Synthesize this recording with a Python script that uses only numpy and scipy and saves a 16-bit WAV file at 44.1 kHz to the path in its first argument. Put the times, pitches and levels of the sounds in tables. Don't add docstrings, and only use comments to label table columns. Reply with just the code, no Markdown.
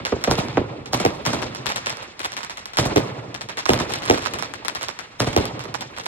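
import sys
import numpy as np
from scipy import signal
from scipy.fft import rfft, irfft, next_fast_len
from scipy.io import wavfile
from scipy.ndimage import map_coordinates

SR = 44100
rng = np.random.default_rng(int(sys.argv[2]) if len(sys.argv) > 2 else 0)


def field_ratio(decibels):
    return 10 ** (np.asarray(decibels, dtype=float) / 20)


def log_audio(samples):
    frames = np.atleast_2d(samples).T
    limited = np.clip(frames, -1, 1)
    pcm = np.round(limited * 32767).astype(np.int16)
    wavfile.write(sys.argv[1], SR, pcm)


N = 267687

# start in seconds, crack in dB, boom in dB, ground delay in ms, echo in dB.
SHELL_BURSTS = [(0.1226, -18.5, -6.5, 4.15, -23), (0.275, -15.5, -7, 4.2, -18.5),
                (0.572, -11, -2.2, 6.36, -19), (1.0506, -8.5, -1, 10.6, -21), (2.9608, -8.5, 0, 9.7, -19),
                (3.6924, -5.5, 0.5, 10.6, -17.5), (4.0987, -4, 2.5, 11, -19.5),
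                (5.364, -6.5, -1.5, 11, -18.5)]
# frequency in Hz, level in dB.
SHELL_CRACK_COLOUR = [(300, 5), (625, 28), (1400, 21.5), (2500, 21), (4400, 14), (6000, 18), (9000, 3),
                      (15000, 3)]
# frequency in Hz, level in dB.
SHELL_BOOM_COLOUR = [(40, 18), (150, 20), (300, 30), (480, 27.5), (900, 14.5), (1800, -11), (4000, -72)]
# delay in ms, level in dB.
BOOM_RETURNS = [(17, -7.5), (22, -12.5), (32, -12), (42, -8), (51, -18)]
# start in seconds, crack in dB, thump in dB, echo in dB.
LIFT_CHARGES = [(0.313, -5.5, -10.5, -22.5), (0.9336, -9.5, -15.5, -21), (1.264, -9.5, -13, -20),
                (2.7871, -5.5, -8, -19.5), (3.7352, -7, -13, -25), (5.2034, -6.5, -10.5, -22.5)]
# frequency in Hz, level in dB.
LIFT_CRACK_COLOUR = [(40, 22.5), (150, 24.5), (400, 23), (800, 24.5), (1400, 16.5), (2500, 11),
                     (5000, 19.5), (9000, 4.5), (15000, 0)]
# delay in ms, level in dB, treble limit in Hz.
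LIFT_RETURNS = [(0, 5, 16000), (6.54, -3, 7000), (17.75, -12, 790), (28.26, 0, 620), (41.45, -10, 12000),
                (64.3, -12, 6100), (70.93, 4.5, 730), (75.1, -11, 4800), (79.2, -14, 2000),
                (91.6, -16, 1700), (137, -18.5, 3700), (172, -8.5, 4400), (217, -16.5, 5100)]
# delay in ms, level in dB.
THUMP_RETURNS = [(0, 1.7), (16.1, -4.5), (62.5, -3.5), (111.5, -14), (168.5, -2), (227.5, -3),
                 (320.5, -4.5), (385.5, -5), (484.5, -9.5), (544.5, -19), (644.5, -13)]
# start
# in seconds, crack in dB, ground delay in ms, echo in dB.
CRACKLING_STARS = [(0.0515, -21, 6.5, -21), (0.24, -3, 5.6, -23), (0.211, -52, 5, -36.5),
                   (0.394, -32, 6.5, -30.5), (1.253, -18, 5.7, -27), (0.8589, -25.5, 3.5, -37),
                   (1.4198, -25, 5.1, -28.5), (1.549, -21.5, 10, -31), (1.659, -18, 8, -25.5),
                   (1.6667, -8, 5, -25.5), (1.692, -28, 9.1, -23), (1.709, -33, 6, -37),
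                   (1.7601, -10.5, 10, -28.5), (1.7636, -16, 6, -29.5), (1.8605, -18, 8.9, -22),
                   (1.897, -16, 4.7, -28.5), (2.0235, -39, 4.5, -36.5), (1.971, -23, 11.5, -42),
                   (2.194, -18.5, 9.7, -29), (2.232, -28, 9.3, -32), (2.2469, -12, 5.8, -26),
                   (2.259, -16, 8, -50), (2.32, -25, 10.7, -33), (2.367, -19.5, 10.5, -26.5),
                   (2.406, -38, 11, -36.5), (2.448, -19.5, 3.5, -50), (2.4317, -24, 4.5, -30),
                   (2.497, -27, 8.7, -30.5), (2.573, -20, 6.8, -32.5), (2.657, -18.5, 4.5, -36),
                   (2.7345, -29, 4.6, -35), (2.7713, -7, 4.9, -21.5), (3.3441, -23, 4.6, -31.5),
                   (3.4104, -24, 5.7, -32), (3.4885, -26, 5.8, -30), (3.572, -23, 10.3, -25),
                   (3.5898, -17, 4.4, -30), (3.685, -37, 2.7, -29), (3.6565, -15.5, 4.7, -25.5),
                   (3.79, -23, 10.6, -25), (3.895, -26, 5.8, -30.5), (3.922, -19, 4.6, -30),
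                   (3.9375, -10, 3.6, -27.5), (3.958, -21, 2.7, -32.5), (3.9865, -24.5, 5, -43),
                   (4.022, -26, 5.7, -33.5), (4.034, -27, 5, -30.5), (4.0544, -17, 5.5, -33),
                   (4.061, -18, 5, -57), (4.138, -19, 7, -25), (4.076, -33, 5.1, -25),
                   (4.151, -23, 3.6, -33), (4.176, -25, 4.5, -27), (4.2217, -26, 6.5, -30.5),
                   (4.2535, -22, 6.9, -23.5), (4.3374, -14.5, 4.8, -29), (4.3873, -22, 5.7, -27),
                   (4.4248, -14.5, 8.4, -26.5), (4.5381, -19, 5, -33.5), (4.649, -22, 4.8, -30),
                   (4.6828, -5, 5.7, -27.5), (4.7503, -17, 5.1, -26.5), (4.8112, -26, 10, -28.5),
                   (4.831, -12.5, 6.3, -29.5), (4.885, -15.5, 5.1, -30), (4.99, -19, 2.8, -33),
                   (5.239, -35, 11.5, -30.5), (5.3302, -24, 3.2, -32), (5.455, -14, 6.3, -34),
                   (5.5935, -24.5, 12.5, -32.5), (5.639, -27, 7, -36), (6.037, -31, 6.6, -40.5),
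                   (5.742, -21, 4.2, -27), (5.809, -19, 3.8, -29.5), (5.965, -41, 11.7, -34),
                   (5.985, -24, 12.5, -30.5), (6.0587, -17, 4.9, -27)]
# frequency in Hz, level in dB.
STAR_COLOUR = [(60, -2), (300, 9.5), (1000, 24), (2500, 16), (5000, 13.5), (9000, 3), (15000, -3)]
# frequency in Hz, level in dB.
STAR_CRACK_EDGE = [(500, -5.5), (3000, -2.5), (9000, 4.5), (15000, -2)]
# frequency in Hz, likeness from 0 to 1.
STAR_LIKENESS = [(200, 0.9), (600, 0.61), (5000, 0.86), (8000, 0.84)]
# frequency in Hz, stars in dB, lifts in dB, bursts in dB.
ECHO_COLOUR = [(43.6, -55, -32, -37), (96, -23, -5.5, -7.5), (169, -24, -6.5, -13.5),
               (397, -15.5, -2.5, -7), (673, -13, -2, -7), (1455, -7.5, -6.5, -14), (2890, -8.5, -7, -15),
               (5230, -8, -7, -15), (8300, -20.5, -15, -26), (11300, -22.5, -17.5, -23.5),
               (15800, -47, -28, -46)]
# frequency in Hz, near t60 in seconds, far t60 in seconds, far level in dB.
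ECHO_DECAY = [(45, 0.035, 3.8, -32), (179, 0.22, 2.33, -13), (670, 0.16, 1.92, -13),
              (2570, 0.21, 1.79, -12), (8100, 0.18, 1.13, -18.5), (14000, 0.054, 0.47, -18)]
# frequency in Hz, level in dB per Hz.
NIGHT_AIR = [(40, -80), (120, -76), (600, -97), (3000, -89), (8000, -104), (15000, -125)]
# frequency in Hz,
# right's lead in radians for blasts overhead, for blasts near the ground and for echo,
# echo likeness from 0 to 1, left over right in dB.
PORT_OFFSETS = [(40, 0, 0, 0, .3, 1), (75, 0, 0, 0, .9, 1.5), (130, -.4, -.1, -.15, .95, -1),
                (272, -.9, -.1, -.25, .8, -1.5), (625, -1.7, -.3, -.9, .4, -4),
                (1080, -2.9, -.2, -2, .45, -3), (1750, -3.7, -.5, -2, .5, -1.5),
                (2500, -4.1, 1.9, -1.4, .4, 0), (3400, -5, 1.2, -1.3, .25, 1),
                (4400, -4, 2.7, -3.1, .55, -1), (5450, -2.6, 3.9, -2.8, .8, -1),
                (6600, -2.5, 4.1, -3, .7, 0), (7400, -1.7, 4.5, -2.2, .5, .5), (8000, -1, 5.3, -.8, .7, 1),
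                (9000, -.6, 5.9, -.2, .9, 1), (12500, 0, 6.3, 0, .95, .5), (16200, 2, 8.3, 1, .5, 2)]
# frequency in Hz, level in dB.
MICROPHONE_COLOUR = [(4500, 0), (4900, -2.5), (5250, 3), (6200, -0.5), (15300, -4)]
# frequency in Hz, level in dB.
BAND_LIMITS = [(22, -29), (40, -0.5), (15800, -1), (16600, -16), (16800, -60)]

GROUND_DULL_HZ = 4970
FLUTTER_S = 0.12


def bursts():
    rows = np.array(SHELL_BURSTS)
    high = rows[:, 3] > 8
    close, close_echo = shells(*rows[high].T, top_hz=SR)
    distant, distant_echo = shells(*rows[~high].T, top_hz=3600)
    return close, distant, close_echo, distant_echo


def shells(s, crack_db, boom_db, ground_ms, echo_db, top_hz):
    twin, ground = s + 0.0025, s + ground_ms / 1000
    cracks = train(s, crack_db, 0.0004, rough=0.15)
    cracks += train(twin, crack_db - 3.5, 0.0004, rough=0.15)
    bounce = train(ground, crack_db - 1.5, 0.00061, rough=0.28)
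    cracks = dulled(cracks + dulled(bounce, GROUND_DULL_HZ), top_hz)

    clean = 0.02
    graze_db = 9.5 - 0.87 * ground_ms
    booms = train(s, boom_db, 0.0005, rough=clean)
    booms += train(twin, boom_db - 1.5, 0.00062, rough=clean)
    booms += train(ground, boom_db + graze_db, 0.00046, rough=clean)
    for ms, return_db in BOOM_RETURNS:
        booms += train(s + ms / 1000, boom_db + return_db, 0.00053, rough=0.16)

    echo_feed = echo_power(s, echo_db - 4.5) + echo_power(ground, echo_db + 1.5)
    return coloured(cracks, SHELL_CRACK_COLOUR) + coloured(booms, SHELL_BOOM_COLOUR), echo_feed


def lifts():
    tube_ground_s, wall_s = 0.00555, 0.0663
    s, crack_db, thump_db, echo_db = np.transpose(LIFT_CHARGES)
    cracks = filtered(train(s, crack_db, 0.0003, rough=0.066), crack_returns)
    cracks += vent(s, crack_db - 20.5)
    thumps = filtered(train(s, thump_db, 0.00034, rough=0.044), tube_thump)
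    near = echo_power(s, echo_db - 12)
    near += echo_power(s + tube_ground_s, echo_db - 2.0)
    near += echo_power(s + wall_s, echo_db - 4.5)
    late = echo_power(s + FLUTTER_S, echo_db - 9)
    late += echo_power(s + FLUTTER_S + wall_s, echo_db - 34)
    return coloured(cracks, LIFT_CRACK_COLOUR) + thumps, near, late


def crack_returns(hz):
    return sum(field_ratio(db) * delay(hz, ms) / (1 + (hz / top_hz) ** 2) for ms, db, top_hz in LIFT_RETURNS)


def tube_thump(hz):
    centre_hz, width_hz, gain_db = 123.3, 37.6, 42
    resonance = 1j * hz * width_hz / (centre_hz ** 2 - hz ** 2 + 1j * hz * width_hz)
    return field_ratio(gain_db) * resonance ** 2 * sum(field_ratio(db) * delay(hz, ms) for ms, db in THUMP_RETURNS)


def vent(times, db):
    rise_s = 0.0034
    rise = np.exp(-np.arange(SR // 40)[::-1] / (rise_s * SR))
    starts = np.round(times * SR).astype(int) - len(rise)
    swell = signal.fftconvolve(np.bincount(starts, field_ratio(db), N), rise)[:N]
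    return swell * rng.standard_normal(N)


def stars():
    s, crack_db, ground_ms, echo_db = np.transpose(CRACKLING_STARS)
    ground = s + ground_ms / 1000
    cracks = coloured(train(s, crack_db, 0.00048), STAR_CRACK_EDGE)
    body = dulled(train(s, echo_db + 9, 0.00033), GROUND_DULL_HZ)
    bounce = dulled(train(ground, echo_db + 13, 0.0002, rough=0.29), 7740)
    fronts = cracks + sparks(s, ground, echo_db) + body + bounce
    near = echo_power(s, echo_db - 2.5) + echo_power(ground, echo_db - 7.0)
    return coloured(fronts, STAR_COLOUR), near, echo_power(s + FLUTTER_S, echo_db - 37)


def sparks(s, ground, echo_db):
    lag_s, spread_db, fade_db_per_s = 0.018, 3.5, 243
    chance = rng.standard_normal((2, len(s), 9))
    times = np.minimum(ground[:, None] + lag_s * np.abs(chance[0]), N / SR)
    db = echo_db[:, None] + 7 + spread_db * chance[1] - fade_db_per_s * (times - s[:, None])
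    return dulled(train(times.ravel(), db.ravel(), 0.00024, rough=0.2), 9500)


def echo(feeds):
    centres, *colours = np.transpose(ECHO_COLOUR)
    colours += [colour - 2.5 * centres / 1000 for colour in colours]
    hz0, near_s, far_s, far_db = np.transpose(ECHO_DECAY)
    noise, out = rng.standard_normal((2, N)), np.zeros((2, N))
    lumps = field_ratio(2.62 * wobble(100, order=1))
    rolls = field_ratio(1.3 * wobble(1300, order=1))
    for k, centre in enumerate(centres):
        fed = sum(field_ratio(colour[k]) ** 2 * feed for colour, feed in zip(colours, feeds))
        near = dying(fed, along(hz0, near_s, centre)) * lumps ** 2
        far_gain = field_ratio(along(hz0, far_db, centre)) ** 2
        far = dying(fed, along(hz0, far_s, centre)) * far_gain * rolls ** 2
        band = filtered(noise, lambda hz: np.sqrt(along(centres, np.arange(len(centres)) == k, hz)))
        flicker = field_ratio(2.86 * wobble(600, order=1))
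        out += np.sqrt(np.abs(near + far)) * flicker * band / band.std()
    return out


def echo_power(times, db):
    fed = np.bincount(np.round(np.asarray(times) * SR).astype(int), field_ratio(db) ** 2, N + SR)[:N]
    keep = np.exp(-1 / (0.00033 * SR))
    return signal.lfilter([1 - keep], [1, -keep], fed)


def dying(fed, t60):
    return signal.lfilter([1], [1, -np.exp(-2 * np.log(1000) / (t60 * SR))], fed)


def night_air():
    return coloured(rng.standard_normal((2, N)), NIGHT_AIR) * np.sqrt(SR / 2)


def train(times, db, ragged_s, rough=0.31):
    out, t = np.zeros(N + SR), np.arange(SR // 200) / SR
    wake = rough * rng.standard_normal((len(times), len(t))) * np.exp(-t / ragged_s)
    wake[:, 0] = 1
    for s, level, front in zip(times, db, wake):
        out[round(s * SR):][:len(t)] += field_ratio(level) * front
    return out[:N]


def wobble(step, order):
    return map_coordinates(rng.standard_normal(N // step + 4), [np.arange(N) / step], order=order)


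def along(hz_points, values, hz):
    return np.interp(np.log(hz + 1), np.log(np.asarray(hz_points) + 1), values)


def filtered(x, response):
    m = next_fast_len(N + SR // 2)
    return irfft(rfft(x, m) * response(np.fft.rfftfreq(m, 1 / SR)), m)[..., :N]


def coloured(x, spectrum):
    return filtered(x, lambda hz: field_ratio(along(*np.transpose(spectrum), hz)))


def dulled(x, top_hz):
    return filtered(x, lambda hz: 1 / (1 + (hz / top_hz) ** 2))


def delay(hz, ms):
    return np.exp(-2j * np.pi * hz * ms / 1000)


def at_ports(shared, own, column, alike):
    hz0, *port = np.transpose(PORT_OFFSETS)

    def side(sign):
        def offset(hz):
            level = field_ratio(sign * along(hz0, port[4], hz) / 2)
            return level * np.exp(-0.5j * sign * along(hz0, port[column], hz))

        def turn(hz):
            return np.arccos(np.clip(alike(hz), 0, 1)) / 2

        common = filtered(shared, lambda hz: offset(hz) * np.cos(turn(hz)))
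        return common + sign * filtered(own, lambda hz: offset(hz) * np.sin(turn(hz)))

    return np.array([side(0.92), side(-1.03)])


def scene():
    close, distant, burst_echo, far_echo = bursts()
    lift, lift_echo, lift_late = lifts()
    star, star_echo, star_late = stars()
    before = echo_power([0], [-30])
    diffuse = echo([star_echo, lift_echo, burst_echo, star_late, lift_late + before, far_echo])
    diffuse += night_air()
    leaning = wobble(1000, order=3)

    def same(hz):
        return 1 + 0 * hz

    def star_alike(hz):
        return along(*np.transpose(STAR_LIKENESS), hz)

    def echo_alike(hz):
        return along(*np.transpose(PORT_OFFSETS)[[0, 4]], hz)

    out = at_ports(close, close, column=0, alike=same)
    out += at_ports(lift + distant, lift, column=1, alike=same)
    out += at_ports(star, leaning * star, column=0, alike=star_alike)
    return out + at_ports(*diffuse, column=2, alike=echo_alike)


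def late_bass(x):
    def sweep(hz):
        share = np.minimum((hz + 30) / 3500, 1)
        return np.exp(-2j * np.pi * 1.5 * (np.log(share) + 1 - share))

    return filtered(x, sweep)


def squeezed(x):
    ceiling = 0.95
    return x / (1 + np.abs(x / ceiling) ** 4) ** (1 / 4)


def band_limit(x):
    return signal.sosfilt(signal.butter(12, 16810, fs=SR, output="sos"), x)


def record(dry):
    heard = late_bass(coloured(dry, MICROPHONE_COLOUR))
    mix = coloured(squeezed(heard), BAND_LIMITS)
    return band_limit(mix)


dry = scene()
out = record(dry)
log_audio(out)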